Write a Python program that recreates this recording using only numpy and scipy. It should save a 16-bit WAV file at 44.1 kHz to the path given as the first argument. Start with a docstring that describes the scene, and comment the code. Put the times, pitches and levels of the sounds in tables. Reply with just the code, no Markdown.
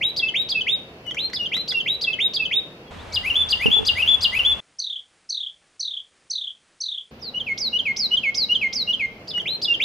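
"""Wren on four perches

A wren sings from a thicket, a post on a lawn, a shady limb and a fallen log, then from the thicket again.
Each bout repeats one phrase of four or five whistled notes, soft at first; on the limb it trills downwards.
Whistles are near-pure sines with faint overtones and hiss. Near surfaces echo them, trees leave a short tail.
Each place has its own shaped noise as hiss; twigs tick in the thicket, and on the lawn the camera gets
a few dull knocks, which ring its case and reach the two microphones mostly in opposite phase."""
import sys
import numpy as np
from scipy import signal
from scipy.fft import rfft, irfft, next_fast_len
from scipy.io import wavfile
from scipy.ndimage import uniform_filter1d

SR = 44100
rng = np.random.default_rng(int(sys.argv[2]) if len(sys.argv) > 2 else 0)


def inscribe(sig):
    """Save sig as 16-bit PCM at rate SR to the path in sys.argv[1].

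    A 1-D sig is mono; a 2-D sig holds one channel per row.
    Samples are clipped to [-1, 1] before scaling.
    """
    pcm = np.round(np.clip(np.atleast_2d(sig).T, -1, 1) * 32767)
    wavfile.write(sys.argv[1], SR, pcm.astype(np.int16))


N = 433944
TIME = np.arange(N) / SR

# pitch paths of the notes: (t/s from the note's start, f/Hz before the phrase's sharpness)
ARCH = [(0, 1890), (.007, 4300), (.020, 4966), (.027, 4750), (.033, 3680), (.039, 3340), (.049, 3250)]
HOLD = [(0, 2720), (.030, 2586), (.060, 2620)]
FLICK = [(0, 3650), (.010, 3070), (.022, 2900)]
SWEEP = [(0, 1680), (.017, 2560), (.027, 3200), (.037, 3550), (.060, 3714), (.097, 3800)]
HOOK = [(0, 3277), (.010, 4174), (.023, 4953), (.030, 4913), (.038, 3400), (.046, 2860), (.062, 2800)]
CLIMB = [(0, 1928), (.020, 2069), (.038, 2463), (.050, 2610), (.068, 2656)]
LOW_FLICK = [(0, 3227), (.009, 2827), (.025, 2680)]
# the soft run-up to a plateau, and the plateau itself: same columns
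RUN_UP = [(0, 2600), (.032, 3200)]
PLATEAU = [(0, 3195), (.013, 3480), (.060, 3490), (.080, 3420)]
SLIDE = [(0, 1883), (.008, 4830), (.014, 5670), (.022, 6390), (.033, 5350), (.044, 4920), (.073, 4315),
         (.112, 3828)]
SWELL = [(0, 2936), (.008, 2823), (.036, 2920), (.053, 2965)]
LONG_FLICK = [(0, 3787), (.014, 3203), (.031, 3020)]
DROP = [(0, 2754), (.007, 2623), (.022, 2288), (.036, 2150), (.074, 2122)]
# the notes of one phrase, in order: (pitch path, t/s into the unstretched phrase, relative level/dB, attack/s,
#   release/s, swell over the note/dB, share of the phrase's sharpness, overtones/dB,
#   their change per harmonic/dB, hiss/dB)
THICKET_SONG = [(ARCH, 0, -19.5, 0.012, 0.0075, 0.9, 0.42, -36.5, -2, -34),
                (HOLD, 0.056, -16.5, 0.019, 0.014, 1, 0.996, -40.5, -9.5, -43),
                (FLICK, .118, -18, 0.012, 0.008, -1, 0.23, -37.5, -8, -41.5),
                (SWEEP, .176, -19, 0.0095, 0.0098, -1.5, .85, -35.5, -7.5, -48.5)]
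LAWN_SONG = [(HOOK, 0, -15.5, 0.027, .010, 8, 1, -41, -2.5, -26.5),
             (CLIMB, 0.1, -19, 0.019, .012, 4, 0.95, -31, 0.93, -30.5),
             (LOW_FLICK, .166, -13.5, .007, .011, -1.018, 0.44, -34.5, -2, -37.5),
             (RUN_UP, .192, -29, .010, .002, 7, 1, -28, -1, -37),
             (PLATEAU, .221, -14.5, 0.0026, 0.01, -2, 1, -37.5, -2.5, -40.5)]
LOG_SONG = [(SLIDE, 0, -19, 0.013, .006, 2, 0.4, -38.5, -1, -44),
            (SWELL, 0.1463, -15.5, 0.016, 0.011, 4.6, .9, -39.5, -7.5, -48),
            (LONG_FLICK, 0.2038, -16.5, 0.018, 0.01, -1, 0.37, -39.5, -8.5, -45),
            (DROP, 0.2714, -17.5, .009, 0.01, 4.2, 0.97, -36, -8.5, -49.5)]
# each bout repeats a phrase: (song, t/s when the voice comes in,
#   its phrases as (t/s, length ratio, pitch ratio, level change/dB))
BOUTS = [(THICKET_SONG, -1, [(-.171, 1.013, 1.046, 0), (.161, 1, 1.01, 0), (.486, 1.0, .995, 0)]),
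         (THICKET_SONG, 1.081, [(.978, 1.057, 1.132, 2), (1.328, 1.054, 1.093, -1),
         (1.675, 1.03, 1.05, -.5), (2.009, 0.99, 1.004, 0.1), (2.333, 0.98, 1, 0)]),
         (LAWN_SONG, 2.94, [(3.122, 1.05, 1, 0), (3.486, 1.03, 0.99, -.5), (3.848, 1.025, 0.99, 0.5),
         (4.206, 1.095, .995, 0.2)]), (LOG_SONG, 7.23, [(7.187, 1.017, 1.01, -1), (7.574, 1.02, 1.002, 0.5),
         (7.961, 0.99, 1.016, 1), (8.342, 0.989, .994, 1.5), (8.725, 0.985, .994, 0)]),
         (THICKET_SONG, 9.273, [(9.272, 1.025, 1.115, 0.5), (9.614, 1.03, 1.073, 1.5)])]
# a bout fades in quickly, this much softer, and then gains strength with this time constant
ENTRY_DB_PER_S, WARM_UP_DB, WARM_UP_S = 701, 11.5, 0.2


def song(hiss_low_hz=4500, hiss_high_hz=13500):
    """Bouts of repeated phrases; the voice fades in at the start of a bout and grows to full strength."""
    out = np.zeros(N)
    hiss = rms_one(band(rng.standard_normal(N), hiss_low_hz, hiss_high_hz))
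    for notes, entry_s, phrases in BOUTS:
        tones, forces = np.zeros((2, N))
        for s, stretch, sharpness, db in phrases:
            tone, force = phrase(notes, stretch, sharpness)
            add(tones, s, from_db(db) * tone)
            add(forces, s, from_db(db) * force)
        before = np.clip(entry_s - TIME, 0, 1)
        since = np.maximum(TIME - entry_s, 0)
        effort_db = -ENTRY_DB_PER_S * before - WARM_UP_DB * np.exp(-since / WARM_UP_S)
        out += from_db(effort_db) * (tones + forces / 2 * hiss)
    return out


# the squeak that opens every phrase: (t/s from the note's start, f/Hz)
SQUEAK = [(0, 4000), (.008, 6700), (.015, 9000)]
SQUEAK_DB, SQUEAK_FADE_DB = -19, -29.5   # against the first note; change over its length
# the voice is weaker at both ends of its range: (f/Hz, level/dB)
VOICE_RANGE = [(1700, -7), (2150, -2), (3300, 1), (4500, -2), (5050, -1), (6500, -14.5)]


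def phrase(notes, stretch, sharpness, strain=5.4):
    """One round of a song, as tone and strength of hiss: forcing the pitch up makes a note hiss."""
    tone, force = np.zeros((2, SR))
    for (path, s, db, attack_s, release_s, swell_db,
         share, overtones_db, fall_db, hiss_db) in notes:
        ratio = 1 + share * (sharpness - 1)
        hz = ratio * contour(path, stretch * ratio)   # notes sung sharp are also drawn out
        level_db = envelope(len(hz), attack_s, release_s, swell_db) + at_hz(VOICE_RANGE, hz)
        add(tone, s * stretch, whistle(hz, db + level_db, overtones_db, fall_db))
        hiss_gain = from_db(db + level_db / 2 + hiss_db)   # the hiss swells less than the tone
        add(force, s * stretch, hiss_gain * (hz / hz.mean()) ** strain)
    hz = contour(SQUEAK, stretch)
    first_note_db = notes[0][2]
    level_db = SQUEAK_DB + envelope(len(hz), attack_s=0.0041, release_s=0.0018, swell_db=SQUEAK_FADE_DB)
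    add(tone, 0, whistle(hz, first_note_db + level_db, second_db=-59.5))
    return tone, force


def contour(path, stretch):
    """Pitch of a note, sample by sample; the muscles round its corners."""
    knots, pitch = np.transpose(path)
    t = np.arange(int(knots[-1] * stretch * SR)) / SR / stretch
    return uniform_filter1d(np.interp(t, knots, pitch), size=130)


def envelope(size, attack_s, release_s, swell_db, edge_db=-26):
    """Level of a note in dB: attack, a hold that swells or sags, release."""
    t = TIME[:size]
    attack = np.maximum(1 - t / attack_s, 0) ** 2
    release = np.maximum(1 - t[::-1] / release_s, 0) ** 2
    return edge_db * (attack + release) + swell_db * (t / t[-1] - .5)


# how throat and beak colour the overtones: (f/Hz, level/dB)
BEAK = [(4000, 1), (5300, 1), (6800, 3.5), (7900, -15), (9300, -7), (11000, 7), (12200, 5.5),
        (14000, -13.5)]


def whistle(hz, level_db, second_db=-45, fall_db=-10, waver=0.0039, flutter_db=1.5):
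    """A near-pure tone with a slight tremble, soft edges and faint overtones."""
    size = len(hz)
    phase = 2 * np.pi * np.cumsum(hz * (1 + waver * drift(700, size))) / SR
    edges = signal.windows.tukey(size, .005 * SR / size)
    gain = from_db(level_db + flutter_db * drift(300, size)) * edges
    tone = np.sin(phase)
    for k in range(2, 6):
        overtone_db = second_db + fall_db * (k - 2.5) + at_hz(BEAK, k * hz)
        tone = tone + from_db(overtone_db) * (k * hz < SR / 2) * np.sin(k * phase)
    return gain * tone


# starts of the trills: (t/s)
TRILLS = [4.7847, 5.2895, 5.794, 6.2979, 6.802]
# a trill opens with a high upstroke: (t/s from the trill's start, f/Hz)
UPSTROKE = [(0, 4800), (.010, 6080), (.018, 6300)]
UPSTROKE_DB = -22
# then rising chirps follow: (t/s from the trill's start, length/s, level/dB)
CHIRPS = [(0.011, .013, -21.5), (.033, 0.0118, -22), (0.054, 0.0148, -21.5), (.080, 0.0159, -22),
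          (0.111, 0.0188, -23.5), (.140, .015, -23.5), (.172, 0.016, -23), (.203, .012, -30.5)]
CHIRP_FLOOR_HZ, CHIRP_EXCESS_HZ, CHIRP_SINK_S = 3055, 1587, 0.087   # their pitch sinks towards a floor
CHIRP_RISE = .1   # each rises from this share below its pitch to this share above


def trills(hiss_db=-29):
    """A high upstroke, then quick upward chirps, each lower than the last; the highest sounds hiss."""
    run = []
    for s, length, db in CHIRPS:
        hz = CHIRP_FLOOR_HZ + CHIRP_EXCESS_HZ * np.exp(-s / CHIRP_SINK_S)
        for start in TRILLS:
            run.append((start + s, length, hz * (1 - CHIRP_RISE), hz * (1 + CHIRP_RISE), db))
    voice = glides(run, edge_db=-12)
    hz = contour(UPSTROKE, 1)
    level_db = UPSTROKE_DB + envelope(len(hz), attack_s=0.011, release_s=0.0068, swell_db=-4.0)
    for start in TRILLS:
        add(voice, start, whistle(hz, level_db))
    force = uniform_filter1d(np.abs(band(voice, 4450, 7000)), size=400)
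    hiss = rms_one(band(rng.standard_normal(N), 7400, 9000))
    return voice + from_db(hiss_db) * force * hiss


def glides(rows, edge_db):
    """Straight pitch glides that swell and fade."""
    out = np.zeros(N)
    for s, length, start_hz, end_hz, db in rows:
        u = np.linspace(0, 1, int(length * SR))
        level_db = db + edge_db * (1 - np.sin(np.pi * u ** 1.14))
        add(out, s, whistle(start_hz + (end_hz - start_hz) * u, level_db))
    return out


# the knocks: (t/s, strength/dB, brightness/dB per octave)
KNOCKS = [(3.658, -15, 1.5), (3.682, -20.5, -1), (3.767, -40.5, 12.5), (3.790, -37, 11),
          (3.808, -27.5, 1.5), (3.829, -30.5, 4)]
# the case rings and rocks the two microphones against each other:
#   (f/Hz, level/dB, t60/s, part common to both microphones/dB)
CASE = [(160, -8.5, .2, -16), (207, 0.5, .11, -23), (248, -12.5, .25, -21), (287, -9, 0.15, -21),
        (444, 1.5, 0.078, -7), (822, -14, 0.024, 3.5)]


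def handling(pivot_hz=200):
    """Dull knocks ring the camera's case, mostly in opposite phase at the two microphones."""
    out = np.zeros((2, N))
    times, levels, brightness = np.transpose(KNOCKS)
    for hz, db, t60, common_db in CASE:
        clicks = np.zeros(N)
        clicks[(times * SR).astype(int)] = from_db(levels + db + brightness * np.log2(hz / pivot_hz))
        out += (from_db(common_db) + np.array([[-1], [1]])) * ring(clicks, hz, t60)
    return out


# twigs tick: (t/s, strength of the crackle/dB)
TICKS = [(1.065, -35), (1.110, -31), (1.146, -28), (1.299, -35.5), (1.334, -27.5), (1.543, -31.5),
         (1.567, -24.5), (1.723, -25.5), (9.379, -28.5), (9.417, -35.5)]
# the modes they ring with: (f/Hz, level/dB, t60/s)
TWIG = [(1570, -18.5, 0.0054), (2000, 3, 0.011), (3320, -3.5, 0.0034), (5650, -0.5, 0.0032),
        (9800, -22, 0.0016)]


def twigs(crack_s=0.0025):
    """Each tick is a brief crackle into the modes of dry wood."""
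    cracks = np.zeros(N)
    for s, db in TICKS:
        burst = rng.standard_normal(400) * np.exp(-TIME[:400] / crack_s)
        add(cracks, s, from_db(db) * burst / np.linalg.norm(burst))
    return sum(from_db(db) * ring(cracks, hz, t60) for hz, db, t60 in TWIG)


def ring(x, hz, t60):
    """One mode: a unit click sets a decaying sine of height 1 ringing."""
    r = from_db(-60 / (t60 * SR))
    w = 2 * np.pi * hz / SR
    return signal.lfilter([0, np.sin(w)], [1, -2 * r * np.cos(w), r * r], x + 1e-18)


# faint whistles farther off: (t/s, length/s, start f/Hz, end f/Hz, level/dB)
FAR_WHISTLES = [(.19, 0.18, 2036, 2140, -50), (2.03, 0.19, 1970, 2230, -51), (3.11, 0.035, 2320, 2180, -42),
                (2.85, 0.07, 3400, 3200, -53.5), (7.20, .11, 3600, 3800, -56),
                (2.97, .06, 3000, 4100, -47.5)]


def far_birds():
    """Faint gliding whistles of birds farther off."""
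    return glides(FAR_WHISTLES, edge_db=-6.5)


# echoes off near surfaces: (delay/ms, strength as a gain, right ear's extra delay/ms)
THICKET_ECHOES = [(0.918, 0.12, -0.1), (2.919, 0.077, 0.021), (9.348, 0.33, 0.027)]
# colour of the thicket's air: (f/Hz, relative level/dB)
THICKET_AIR = [(15, -31), (25, -25), (53, -7.5), (165, -1), (260, -5.5), (470, -2.5), (1170, -17.5),
               (2430, -22.5), (2630, -17.5), (3540, -28.5), (3840, -37), (4160, -24.5), (8610, -46.5),
               (11000, -44), (15600, -44)]
THICKET_DB = -43.5
# how much that air differs between the ears: (f/Hz, side minus mid/dB)
THICKET_SPREAD = [(60, -41.5), (110, -47.5), (200, -42), (380, -24.5), (700, -9), (1290, -2), (2380, 4),
                  (4400, 1.5), (8120, 1.5), (15000, 0.5)]


def thicket(birds):
    """Song and ticking twigs among close, wide-scattering branches."""
    wet = outdoors(birds + twigs(), THICKET_ECHOES, pan_db=0.0, scatter_t60=0.069, scatter_width=1.86,
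                   tail_db=-13.5, tail_t60=0.42, tail_width=1.1)
    return wet + air(THICKET_AIR, THICKET_SPREAD, THICKET_DB)


# echoes: (delay/ms, strength as a gain, right ear's extra delay/ms)
LAWN_ECHOES = [(4.681, 0.28, 0.015), (5.262, 0.3, 0), (9.69, 0.24, 0.0025)]
# colour of the lawn's air: (f/Hz, relative level/dB)
LAWN_AIR = [(25, -15), (50, -5.5), (85, 2.5), (130, -13), (200, -10.5), (320, -17.5), (500, -13.5),
            (1000, -15.5), (2000, -21.5), (3500, -24.5), (5300, -35), (7500, -38), (11000, -45.5),
            (15000, -47)]
LAWN_DB = -38.5
# its difference between the ears: (f/Hz, side minus mid/dB)
LAWN_SPREAD = [(60, -18), (110, -19), (200, -3), (380, -3.5), (700, -5), (1290, -3.5), (2380, -4.5),
               (4400, -4), (8120, -5.5), (15000, 2.5)]


def lawn(birds):
    """Song from a post, a little to the left, with a longer tail and knocks on the camera."""
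    wet = outdoors(birds, LAWN_ECHOES, pan_db=2.0, scatter_t60=0.29, scatter_width=1.4,
                   tail_db=-13.0, tail_t60=0.77, tail_width=0.62)
    return band(wet + air(LAWN_AIR, LAWN_SPREAD, LAWN_DB) + handling(), low_hz=12, high_hz=11000)


# echoes: (delay/ms, strength as a gain, right ear's extra delay/ms)
LIMB_ECHOES = [(5.5, 0.25, 0), (13.0, 0.24, 0)]
# colour of the air at the limb: (f/Hz, relative level/dB)
LIMB_AIR = [(15, -50), (25, -11), (148, -7.5), (322, -13), (482, -8.5), (795, -11), (901, -14),
            (2460, -10.5), (5910, -14.5), (10000, -15), (13000, -41), (22000, -120)]
LIMB_DB, LIMB_TOP_HZ = -63, 9950


def limb():
    """Trills in the shade, all in the middle, over a very quiet hiss that wells up between them."""
    wet = outdoors(trills(), LIMB_ECHOES, pan_db=0, scatter_t60=0.077, scatter_width=0,
                   tail_db=-9, tail_t60=0.21, tail_width=0)
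    return cut_above(wet + air(LIMB_AIR, LIMB_SPREAD, LIMB_DB) + pause_hiss(), LIMB_TOP_HZ)


# echoes: (delay/ms, strength as a gain, right ear's extra delay/ms)
LOG_ECHOES = [(.55, 0.12, 0.05), (.63, 0.15, -0.13), (6.88, .25, .12)]
# colour of the air at the log: (f/Hz, relative level/dB)
LOG_AIR = [(25, -13.5), (60, -3), (110, 2.5), (160, -1), (225, 5.5), (310, -6), (450, -1), (1000, -12),
           (1700, -19), (3000, -20), (5000, -25.5), (8000, -44.5), (15000, -37.5)]
LOG_DB = -44
# its difference between the ears: (f/Hz, side minus mid/dB)
LOG_SPREAD = [(60, -20.5), (110, -29.5), (200, -31), (380, -24.5), (700, -11), (1290, -0.5), (2380, 3.5),
              (4400, -1.5), (8120, 2), (15000, 0)]


def fallen_log(birds):
    """Song from a fallen log, a little to the right, with a fainter tail."""
    wet = outdoors(birds, LOG_ECHOES, pan_db=-2.0, scatter_t60=0.13, scatter_width=1.36,
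                   tail_db=-17.0, tail_t60=0.58, tail_width=0.89)
    return wet + air(LOG_AIR, LOG_SPREAD, LOG_DB)


def outdoors(x, echoes, pan_db, scatter_t60, scatter_width, tail_db, tail_t60, tail_width, scatter_db=-12):
    """Direct sound, near echoes, a quick scatter off branches and a longer tail from the trees."""
    t, hz = TIME[:SR], np.arange(SR // 2 + 1)
    ears = np.array([[-1], [1]])   # left, right
    paths = 1
    for ms, gain, lag_ms in echoes:
        paths = paths + gain * np.exp(-2j * np.pi * hz * (ms + ears * lag_ms / 2) / 1000)
    response = irfft(paths) * from_db(-ears * pan_db / 2)   # positive pan leans left
    for db, t60, width, build_s in [(scatter_db, scatter_t60, scatter_width, .002),
                                    (tail_db, tail_t60, tail_width, .012)]:
        fade = np.exp(-np.log(1000) * t / t60) * (1 - np.exp(-(t / build_s) ** 2))
        mid, side = rng.standard_normal((2, SR)) * fade
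        response = response + from_db(db) * (rms_one(mid) + width * ears * rms_one(side)) / np.sqrt(SR)
    return signal.oaconvolve(x[None], response, axes=1)[:, :N]


# colour of the low hiss in the pauses: (f/Hz, relative level/dB)
PAUSE_AIR = [(40, -9), (150, -4), (330, -2), (700, -7), (1800, -3.5), (3000, -13), (6000, -38)]
PAUSE_DB = -66
# almost no difference between the ears at the limb: (f/Hz, side minus mid/dB)
LIMB_SPREAD = [(50, -60), (10000, -68)]
PAUSE_LEAD_S, PAUSE_END_S = .18, .02   # its start and end, before the trill


def pause_hiss():
    """Low hiss that wells up in the pause before each trill."""
    pauses = sum(during(s - PAUSE_LEAD_S, s - PAUSE_END_S) for s in TRILLS)
    return air(PAUSE_AIR, LIMB_SPREAD, PAUSE_DB) * pauses


def air(spectrum, spread, db):
    """Steady far-off hiss and rumble as shaped noise, partly shared by the two ears."""
    size = next_fast_len(N, True)
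    hz = np.fft.rfftfreq(size, 1 / SR)
    mid, side = rfft(rng.standard_normal((2, size))) * from_db(at_hz(spectrum, hz))
    mid = irfft(mid)[:N]
    side = irfft(side * from_db(at_hz(spread, hz)))[:N]
    return from_db(db) * (mid + side * [[1], [-1]]) / np.std(mid)


def from_db(db):
    """Decibels to gain."""
    return 10 ** (np.asarray(db) / 20)


def rms_one(x):
    """Scale to unit rms."""
    return x / np.sqrt(np.mean(x ** 2) + 1e-20)


def at_hz(points, hz):
    """Read a table along log frequency."""
    f, value = np.transpose(points)
    return np.interp(np.log(np.maximum(hz, 1)), np.log(f), value)


def band(x, low_hz, high_hz):
    """Gentle band-pass."""
    edges = [low_hz, min(high_hz, SR / 2 - 1)]
    return signal.sosfilt(signal.butter(2, edges, "band", fs=SR, output="sos"), x)


def cut_above(x, hz):
    """Steep low-pass."""
    return signal.sosfilt(signal.ellip(10, .1, 80, hz, fs=SR, output="sos"), x)


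def drift(rate, size):
    """Smooth random wander around 0, with `rate` new values a second."""
    knots = np.arange(size) * rate / SR
    return np.interp(knots, np.arange(size), rng.standard_normal(size))


def add(track, s, sound):
    """Mix a sound into a track at time s."""
    at = round(s * SR) + np.arange(len(sound))
    inside = (at >= 0) & (at < N)
    track[at[inside]] += sound[inside]


def during(start, end):
    """1 from start to end in seconds, 0 elsewhere, with quick edges."""
    return uniform_filter1d(1. * ((TIME >= start) & (TIME < end)), size=200)


def scene():
    """Four places, one after the other, and back to the first."""
    birds = song() + far_birds()
    out = thicket(birds) * (during(0, 2.908) + during(9.19, 10))
    out += lawn(birds) * during(2.908, 4.603)
    out += limb() * during(4.603, 7.11)
    out += fallen_log(birds) * during(7.11, 9.19)
    return out


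def record(dry):
    """The microphones' signal with its top cut steeply."""
    return cut_above(dry, 15450)   # Hz


dry = scene()
out = record(dry)
inscribe(out)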